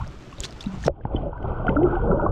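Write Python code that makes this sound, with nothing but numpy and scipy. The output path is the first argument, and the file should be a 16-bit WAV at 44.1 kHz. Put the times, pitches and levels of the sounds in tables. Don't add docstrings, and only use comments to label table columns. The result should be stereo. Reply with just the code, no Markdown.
import sys
import numpy as np
from scipy import signal
from scipy.fft import rfft, irfft
from scipy.io import wavfile

SR = 44100
rng = np.random.default_rng(int(sys.argv[2]) if len(sys.argv) > 2 else 0)


def unload_wav(signal):
    wavfile.write(
        sys.argv[1],
        SR,
        np.round(np.clip(np.atleast_2d(signal).T, -1, 1) * 32767).astype(np.int16),
    )


def rack_gain(trim_db):
    fader = np.asarray(trim_db, float)
    return 10 ** (fader / 20)


N = 101959
FLOODED_ALIKE = 0.05


def rms_one(x):
    return x / np.sqrt(np.mean(x ** 2) + 1e-20)


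def in_time(rows):
    s, *columns = np.transpose(rows)
    return [np.interp(np.arange(N) / SR, s, column) for column in columns]


def panned(pan_db):
    return rack_gain(np.multiply.outer([0.5, -0.5], np.asarray(pan_db) + np.zeros(1)))


def at_hz(points, hz):
    point_hz, point_db = np.array(points).T
    return np.interp(np.log(hz + 1), np.log(point_hz), point_db)


def drift(rate_hz):
    pole = np.exp(-2 * np.pi * rate_hz * 40 / SR)
    white = rng.standard_normal(N // 40 + 2002)
    slow = signal.lfilter([1], [1, -2 * pole, pole ** 2], white)[2000:]
    return np.interp(np.arange(N) / 40, np.arange(len(slow)), rms_one(slow))


def coloured(x, spectrum):
    hz = np.arange(N // 2 + 1) * SR / N
    return rms_one(irfft(rfft(x) * rack_gain(at_hz(spectrum, hz)), N))


def correlated(mid, side, alike):
    return np.sqrt(1 + alike) * mid + np.sqrt(1 - alike) * side * [[1], [-1]]


def noise(alike):
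    mid, side = rng.standard_normal((2, N))
    return correlated(mid, side, alike)


def grains(per_s, cycles, pitches, spread_db):
    sizes = rack_gain(spread_db * np.minimum(rng.exponential(1, N), 4)) * rng.choice([-1, 1], N)
    born = rng.random(N) < per_s / SR
    dealt = rng.integers(0, len(pitches), N)
    out = 0
    for k, hz in enumerate(pitches):
        radius = rack_gain(-60 * hz / (cycles * SR))
        angle = 2 * np.pi * hz / SR
        clicks = sizes * born * (dealt == k) + 1e-18
        feedback = [1, -2 * radius * np.cos(angle), radius ** 2]
        out = out + hz * signal.lfilter([0, np.sin(angle)], feedback, clicks)
    return rms_one(out)


def add(out, s, sound, pan_db):
    i = int(s * SR)
    out[:, i:i + len(sound)] += panned(pan_db) * sound[:N - i]


def bubble(hz, db, t60, rise, attack_s):
    t = np.arange(int(2 * SR * max(t60, 0.002))) / SR
    decay = rack_gain(db - 60 * t / t60)
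    swell = 1 - np.exp(-(t / attack_s) ** 2)
    return decay * swell * np.sin(2 * np.pi * hz * (t + rise * t * t / 2))


def above():
    flooded_s, close_s = 0.883, 0.001
    return np.clip((flooded_s - np.arange(N) / SR) / close_s, 0, 1)


def air_hiss():
    # time in seconds, central level in dB.
    hiss_levels = [(0.0, -48), (0.728, -46.5), (0.85, -49.5), (0.885, -46)]
    # time in seconds, left-right difference in dB.
    hiss_balance = [(0, -1), (.78, 1.5), (.84, 2.5), (.885, -23.5)]
    # frequency in Hz, relative density in dB per Hz.
    hiss_spectrum = [(180, 0), (300, 3.5), (450, -25.5), (890, -12), (1200, -5), (1550, -10), (2800, -12.5),
                     (4500, -19.5), (7500, -25), (9000, -35), (12000, -40.5), (15500, -48.5), (20000, -70)]
    (level_db,), (pan_db,) = in_time(hiss_levels), in_time(hiss_balance)
    ringing = grains(350, 9.6, np.geomspace(800, 14000, num=14), 1.8)
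    flat = noise(0.22) + rack_gain(-9.5) * ringing
    return rack_gain(level_db + 1.0 * drift(31)) * panned(pan_db) * coloured(flat, hiss_spectrum)


def rumble():
    # time in seconds, central level in dB.
    air_levels = [(0.0, -24.5), (0.094, -40), (0.372, -46), (0.392, -40), (0.516, -44.5), (0.9, -30.5)]
    # frequency in Hz, relative density in dB per Hz.
    air_spectrum = [(10, -1.5), (22, -6.5), (45, 1), (90, -2.5), (133, -5.5), (200, -12.5), (400, -46.5),
                    (1200, -130)]
    # time in seconds, level in dB before a lift of 3 dB.
    deep_levels = [(0.9, -26), (0.946, -57), (0.986, -57), (1.056, -27), (1.088, -37), (1.146, -25),
                   (1.366, -37), (1.496, -22), (1.524, -29), (1.76, -26), (2.262, -27), (2.31, -22)]
    # frequency in Hz, relative density in dB per Hz.
    deep_spectrum = [(10, -14), (22, 0), (45, 0), (90, -4), (125, -8), (180, -30), (400, -70), (1200, -130)]
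    # time in seconds, left-right difference in dB.
    rumble_balance = [(0, 3.5), (.55, 8), (.75, 1), (.85, -8), (.99, -32.5), (1.03, -8.5), (1.1, -3),
                      (1.3, 2.5), (2.31, 5)]
    (air_db,), (deep_db,), (pan_db,) = in_time(air_levels), in_time(deep_levels), in_time(rumble_balance)
    wet = np.clip((np.arange(N) / SR - deep_levels[0][0]) / 0.022, 0, 1)
    air = rack_gain(air_db + 2.5 * drift(30)) * (1 - wet) * coloured(noise(0.54), air_spectrum)
    deep = rack_gain(deep_db + 3) * wet * coloured(noise(FLOODED_ALIKE), deep_spectrum)
    return panned(pan_db) * (air + deep)


def crowd(per_s):
    out = np.zeros((2, N))
    for when, pitch, size, life in rng.random((2000, 4))[:int(per_s * N / SR)]:
        hz = 300 + 1380 * pitch
        cycles = 24.6 * (1.2 + 2.41 * life)
        t60 = cycles / hz
        db = -3.5 * np.log(size + 0.08) + 10 * np.log10(hz / cycles)
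        add(out, when * N / SR, bubble(hz, db, t60, 0.18 / t60, 0.84 / hz), 0)
    return rms_one(out[0])


def churn():
    # time in seconds, central level below 900 Hz
    # in dB, central level above 900 Hz in dB.
    churn_levels = [(0, -54, -41.5), (.1, -50.5, -60.5), (.32, -50, -91), (.45, -44.5, -67),
                    (.6, -48.5, -59.5), (.73, -44, -50), (.82, -57, -57.5), (.875, -27, -40.5),
                    (.91, -49.5, -93), (.95, -61, -60), (1.03, -42.5, -71), (1.07, -38.5, -47),
                    (1.11, -31.5, -50), (1.22, -27, -56.5), (1.28, -33, -57), (1.33, -43.5, -41),
                    (1.39, -37.5, -47.5), (1.45, -31, -37.5), (1.6, -30, -40), (1.68, -25, -37.5),
                    (1.73, -24.5, -49.5), (1.85, -21.5, -39), (1.95, -28.5, -27.5), (2.01, -26, -36.5),
                    (2.1, -21, -38.5), (2.17, -21, -35), (2.21, -23.5, -36), (2.25, -21, -34.5),
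                    (2.31, -31, -40)]
    # frequency in Hz, relative density in dB per Hz.
    churn_spectrum = [(76, -37.5), (130, 7), (167, 1), (278, -2.5), (426, -3.5), (891, -8), (1070, -14.5),
                      (1320, -14), (1510, -14.5), (1800, -56), (2340, -89), (3960, -120)]
    # time in seconds, left-right dB below 900 Hz.
    churn_balance = [(0, 1.5), (.8, 1.5), (.85, -18.5), (.99, -30), (1.03, -0.5), (1.09, -9.5), (1.13, 2),
                     (1.3, -13), (1.36, 2), (2.31, 1)]
    left_dips_s = 0.83
    (low_db, high_db), (pan_db,) = in_time(churn_levels), in_time(churn_balance)
    bubbles_per_s = 260
    crowds = np.array([crowd(bubbles_per_s), crowd(bubbles_per_s)])
    shared, apart = coloured(crowds + rack_gain(11) * rng.standard_normal((2, N)), churn_spectrum)
    alike = np.where(np.arange(N) < left_dips_s * SR, 0.94, FLOODED_ALIKE)
    mix = correlated(shared, apart, alike)
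    low = signal.sosfiltfilt(signal.butter(2, 900, fs=SR, output="sos"), mix)
    high = mix - low
    low_part = rack_gain(low_db + 2.0 * drift(21)) * panned(pan_db) * rms_one(low)
    return low_part + rack_gain(high_db + 2.0 * drift(15)) * rms_one(high)


def trickle():
    pitches = np.geomspace(1800, 7500, num=14)
    middle, left, right = [grains(160, 12, pitches, 3) for k in range(3)]
    dull = signal.butter(4, 7000, fs=SR, output="sos")
    return rack_gain(-64.5) * signal.sosfilt(dull, middle + np.array([left, right]))


def gurgles():
    # time in seconds, central frequency in Hz, central level in dB.
    first_gurgle = [(0.0, 831, -37), (0.035, 1276, -45), (0.05, 1890, -50)]
    hull_gurgle = [(0.664, 188, -36), (0.668, 203, -25), (0.705, 183.5, -33), (0.781, 206, -39.5)]
    deep_gurgle = [(1.761, 274.5, -19.5), (1.8, 313.5, -22.5), (1.824, 336.5, -23.5), (1.845, 354.7, -16),
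                   (1.88, 342, -20)]
    gurgle_pans = [-1, -3.5, -3.5]
    out = np.zeros((2, N))
    t = np.arange(N) / SR
    for rows, pan_db in zip([first_gurgle, hull_gurgle, deep_gurgle], gurgle_pans):
        hz, db = in_time(rows)
        edge = np.clip(np.minimum(t - rows[0][0], rows[-1][0] - t) / 0.0016, 0, 1)
        phase = 2 * np.pi * np.cumsum(hz * (1 + 0.045 * drift(50))) / SR
        tone = np.sqrt(2) * np.sin(phase)
        out += panned(pan_db) * edge * rack_gain(db + 2.5 * drift(50)) * tone
    return out


def drops():
    # start in seconds, level in dB before decay and
    # swell, initial frequency in Hz, left-right difference in dB, t60 in seconds.
    drop_list = [(0.0706, -42.5, 4770, -1, 0.0056), (0.0771, -31, 5400, 0, 0.0026),
                 (0.327, -38, 2670, -1, 0.017), (0.3838, -35, 3640, 0.5, 0.014),
                 (0.4044, -14.5, 7140, -4, 0.0043), (0.411, -33.5, 3280, 6.5, 0.011),
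                 (0.4365, -16, 3180, 6, 0.003), (0.4426, -26.5, 3340, -2.5, 0.029),
                 (0.4467, -23, 3820, 5.5, 0.0096), (0.459, -30.5, 4060, 5.5, 0.011),
                 (0.4888, -41.5, 3380, 10, 0.01), (0.5082, -33, 4900, 0.5, 0.006),
                 (0.526, -30.5, 3980, -3, 0.0032), (0.5936, -46.5, 4800, 1, 0.0052),
                 (0.6097, -31.5, 5080, 0.5, 0.0093), (0.64, -39.5, 7400, -5, 0.0042),
                 (0.608, -28, 3430, 7.5, 0.027), (0.628, -32.5, 4280, 6, 0.0062),
                 (0.6403, -34.5, 2630, 5, 0.023), (0.66, -36, 3720, 6.5, 0.019),
                 (0.752, -46, 7040, -2.5, 0.0077), (0.839, -28.5, 1720, -10.5, 0.022),
                 (0.8653, -28, 5410, -19.5, 0.014)]
    rise_per_s, snap_db = 11, -19
    out = np.zeros((2, N))
    snaps = rng.standard_normal((len(drop_list), 60)) * np.exp(-np.arange(60) / 28.0)
    for (s, db, hz, pan_db, t60), snap in zip(drop_list, snaps):
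        add(out, s, bubble(hz, db, t60, rise_per_s, 0.000089), pan_db)
        filtered = np.convolve(snap, [0.59, 0.5, 0, -0.5, -0.36])
        add(out, s, rack_gain(db + snap_db) * filtered, pan_db)
    return out


def plops():
    # start in seconds, level in dB before decay and swell,
    # initial frequency in Hz, t60 in seconds, left-right difference in dB.
    plop_list = [(0.325, -30, 1094, 0.034, -3), (.858, -18.5, 139.6, 0.08, -29),
                 (0.87, -21.5, 353.4, 0.082, -22), (0.88, -3.5, 551, 0.01, -29),
                 (0.879, -16, 1338, 0.0032, -23), (0.4, -20, 45, 0.094, 7.5),
                 (0.893, -25.5, 561, 0.039, -39), (1.01, -40.5, 1585, 0.015, 13),
                 (1.0523, -12.5, 842, 0.019, 4), (1.0527, -9.5, 110, 0.014, 14),
                 (1.051, -26.5, 1450, 0.0089, 7), (1.146, -9, 296, 0.026, -18),
                 (1.153, -41, 3365, 0.054, 13.5), (1.162, -24.5, 3063, 0.029, 7.5),
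                 (1.255, -27, 566.6, 0.16, -18), (1.33, -20, 900, 0.013, 9),
                 (1.351, -27.5, 967, 0.094, 2.5), (1.376, -31.5, 1515, 0.033, 5.5),
                 (1.666, -14, 704, 0.039, -8), (1.6806, -7.5, 1408, 0.028, 11.5),
                 (1.691, -2.5, 201, 0.016, 9), (1.758, -12, 585, 0.041, -11.5),
                 (1.7653, -8.5, 1355, 0.027, -8), (1.7865, -14.5, 610, 0.038, -0.5),
                 (1.866, -17, 1297, 0.029, 2.5), (1.929, -14.5, 348, 0.15, 6.5),
                 (1.951, -24, 1503, 0.043, 8.5), (1.965, -13, 767, 0.06, -5), (2.021, -22, 471.6, 0.31, -9),
                 (2.064, -20.5, 476.3, 0.34, -10), (2.083, -15.5, 568, 0.095, 8.5),
                 (2.113, -16, 1333, 0.033, 18.5), (2.123, -10, 389, 0.065, 6), (2.137, -14.5, 558, 0.14, 5),
                 (2.165, -25.5, 606, 0.21, 12), (2.101, -7.5, 180, 0.068, 3), (2.193, -20, 939, 0.065, 20),
                 (2.196, -16.5, 1360, 0.029, 0), (2.221, -15, 579, 0.1, 2), (2.262, -6, 1092, 0.027, 6)]
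    out = np.zeros((2, N))
    for s, db, hz, t60, pan_db in plop_list:
        attack_s = min(0.073 * t60, 0.0044)
        add(out, s, bubble(hz, db, t60, 0.025 / t60, attack_s), pan_db)
    return out


def spray():
    # time in seconds, level in dB before a cut of 9 dB,
    # left-right difference in dB.
    spray_levels = [(0.37, -53, -4), (0.408, -38.5, -9.5), (0.42, -41.5, 1.5), (0.446, -16, -1.5),
                    (0.472, -42.5, -4), (0.574, -60.5, -2.5), (0.602, -68.5, -11), (0.606, -32.5, -0.5),
                    (0.684, -63, -7), (0.794, -47.5, -7.5), (0.87, -31.5, -12), (0.885, -64.5, -13)]
    # frequency in Hz, relative density in dB per Hz.
    spray_spectrum = [(300, -4.5), (900, -11), (1160, -8), (2050, -11), (3700, -4.5), (5100, -7),
                      (6300, -8.5), (8000, -16.5), (9500, -23.5), (12000, -36), (15500, -33.5),
                      (20000, -44.5)]
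    level_db, pan_db = in_time(spray_levels)
    pitches = np.geomspace(1000, 15000, num=16)
    shared, left, right = [grains(1500, 3.5, pitches, 4.2) for k in range(3)]
    flat = shared + rack_gain(8.0) * np.array([left, right]) + rack_gain(-4) * noise(0.51)
    begun = np.arange(N) > spray_levels[0][0] * SR
    return rack_gain(level_db - 9) * begun * panned(pan_db) * coloured(flat, spray_spectrum)


def fizz():
    # time in seconds, central frequency in Hz, central level in dB
    fizz_course = [(.83, 6920, -42), (.855, 5740, -36.5), (.883, 5320, -43.5)]
    per_s, spread, t60_s, pan_db = 1500, 0.026, 0.005, -17.5
    out = np.zeros((2, N))
    s, centre_hz, centre_db = np.transpose(fizz_course)
    span_s = s[-1] - s[0]
    chance = np.c_[rng.random(200), rng.standard_normal((200, 2))][:int(per_s * span_s)]
    for when, pitch, size in chance:
        at = s[0] + when * span_s
        hz = np.interp(at, s, centre_hz) * (1 + spread * pitch)
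        db = np.interp(at, s, centre_db) + 3.1 * size
        add(out, at, bubble(hz, db, t60_s, 0, 0.00063), pan_db)
    return out


def seep():
    # time in seconds, central level in dB.
    seep_levels = [(.89, -78), (1.02, -72), (1.1, -67), (1.18, -57.5), (1.3, -70.5), (1.39, -69.5),
                   (1.44, -60.5), (1.7, -61.5), (1.8, -68.5), (1.95, -56), (2.06, -65.5), (2.29, -72.5)]
    # frequency in Hz, relative density in dB per Hz.
    seep_spectrum = [(1200, -40.5), (1700, -9), (2000, -10), (2500, -8), (2950, -9.5), (3150, -6.5),
                     (3350, -12.5), (3600, -20), (3900, -25.5), (5000, -28), (6500, -50.5), (9000, -90),
                     (20000, -120)]
    level_db, = in_time(seep_levels)
    ringing = grains(350, 35.0, np.geomspace(1800, 6500, num=14), 0.49)
    flat = ringing + rack_gain(7.0) * noise(FLOODED_ALIKE)
    return rack_gain(level_db + 1.8 * drift(25)) * (1 - above()) * coloured(flat, seep_spectrum)


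def ticks():
    # start in seconds, reference level in dB,
    # extra level of the modes above 4 kHz in dB.
    tick_list = [(1.036, -47, -1), (1.0525, -44, 17), (1.0985, -58, 19), (1.164, -38.5, 4),
                 (1.3763, -48, -6), (1.4267, -39.5, 20), (1.6672, -27, 10), (1.6915, -19, -20),
                 (1.7509, -37.5, 0), (1.831, -36.5, -5), (2.1156, -48, -19), (2.213, -45.5, -0.5),
                 (2.2625, -54, -9)]
    # frequency in Hz, central relative level in dB, t60 in seconds.
    housing_modes = [(2063, -7.5, 0.024), (2630, -8.5, 0.016), (3040, -10, 0.026), (3600, -20.5, 0.0083),
                     (4700, -23, 0.0047), (5900, -19.5, 0.0031)]
    out = np.zeros((2, N))
    chances = rng.standard_normal((len(tick_list), len(housing_modes)))
    for (s, db, bright_db), chance in zip(tick_list, chances):
        for (hz, mode_db, t60), luck in zip(housing_modes, chance):
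            level_db = db + mode_db + bright_db * (hz > 4000) + 2.5 * luck
            add(out, s, bubble(hz, level_db, t60, 0, 0.001), 0)
    return out * (1 + 0.4 * drift(250))


def scene():
    surface = (air_hiss() + trickle() + drops() + spray() + fizz()) * above()
    return surface + rumble() + churn() + gurgles() + plops() + seep() + ticks()


def roll_off(x):
    return signal.sosfilt(signal.butter(12, 15830, fs=SR, output="sos"), x)


def record(dry):
    # time in seconds, gain of the side in dB.
    width = [(0, 0), (1.08, 0), (1.15, -4), (1.35, -6), (1.45, -9), (1.55, -15), (1.7, -23), (1.9, -30),
             (2.1, -42), (2.31, -45)]
    side_db, = in_time(width)
    mid = (dry[0] + dry[1]) / 2
    side = (dry[0] - dry[1]) / 2 * rack_gain(side_db)
    mix = np.clip([mid + side, mid - side], -1, 1)
    return roll_off(mix)


dry = scene()
out = record(dry)
unload_wav(out)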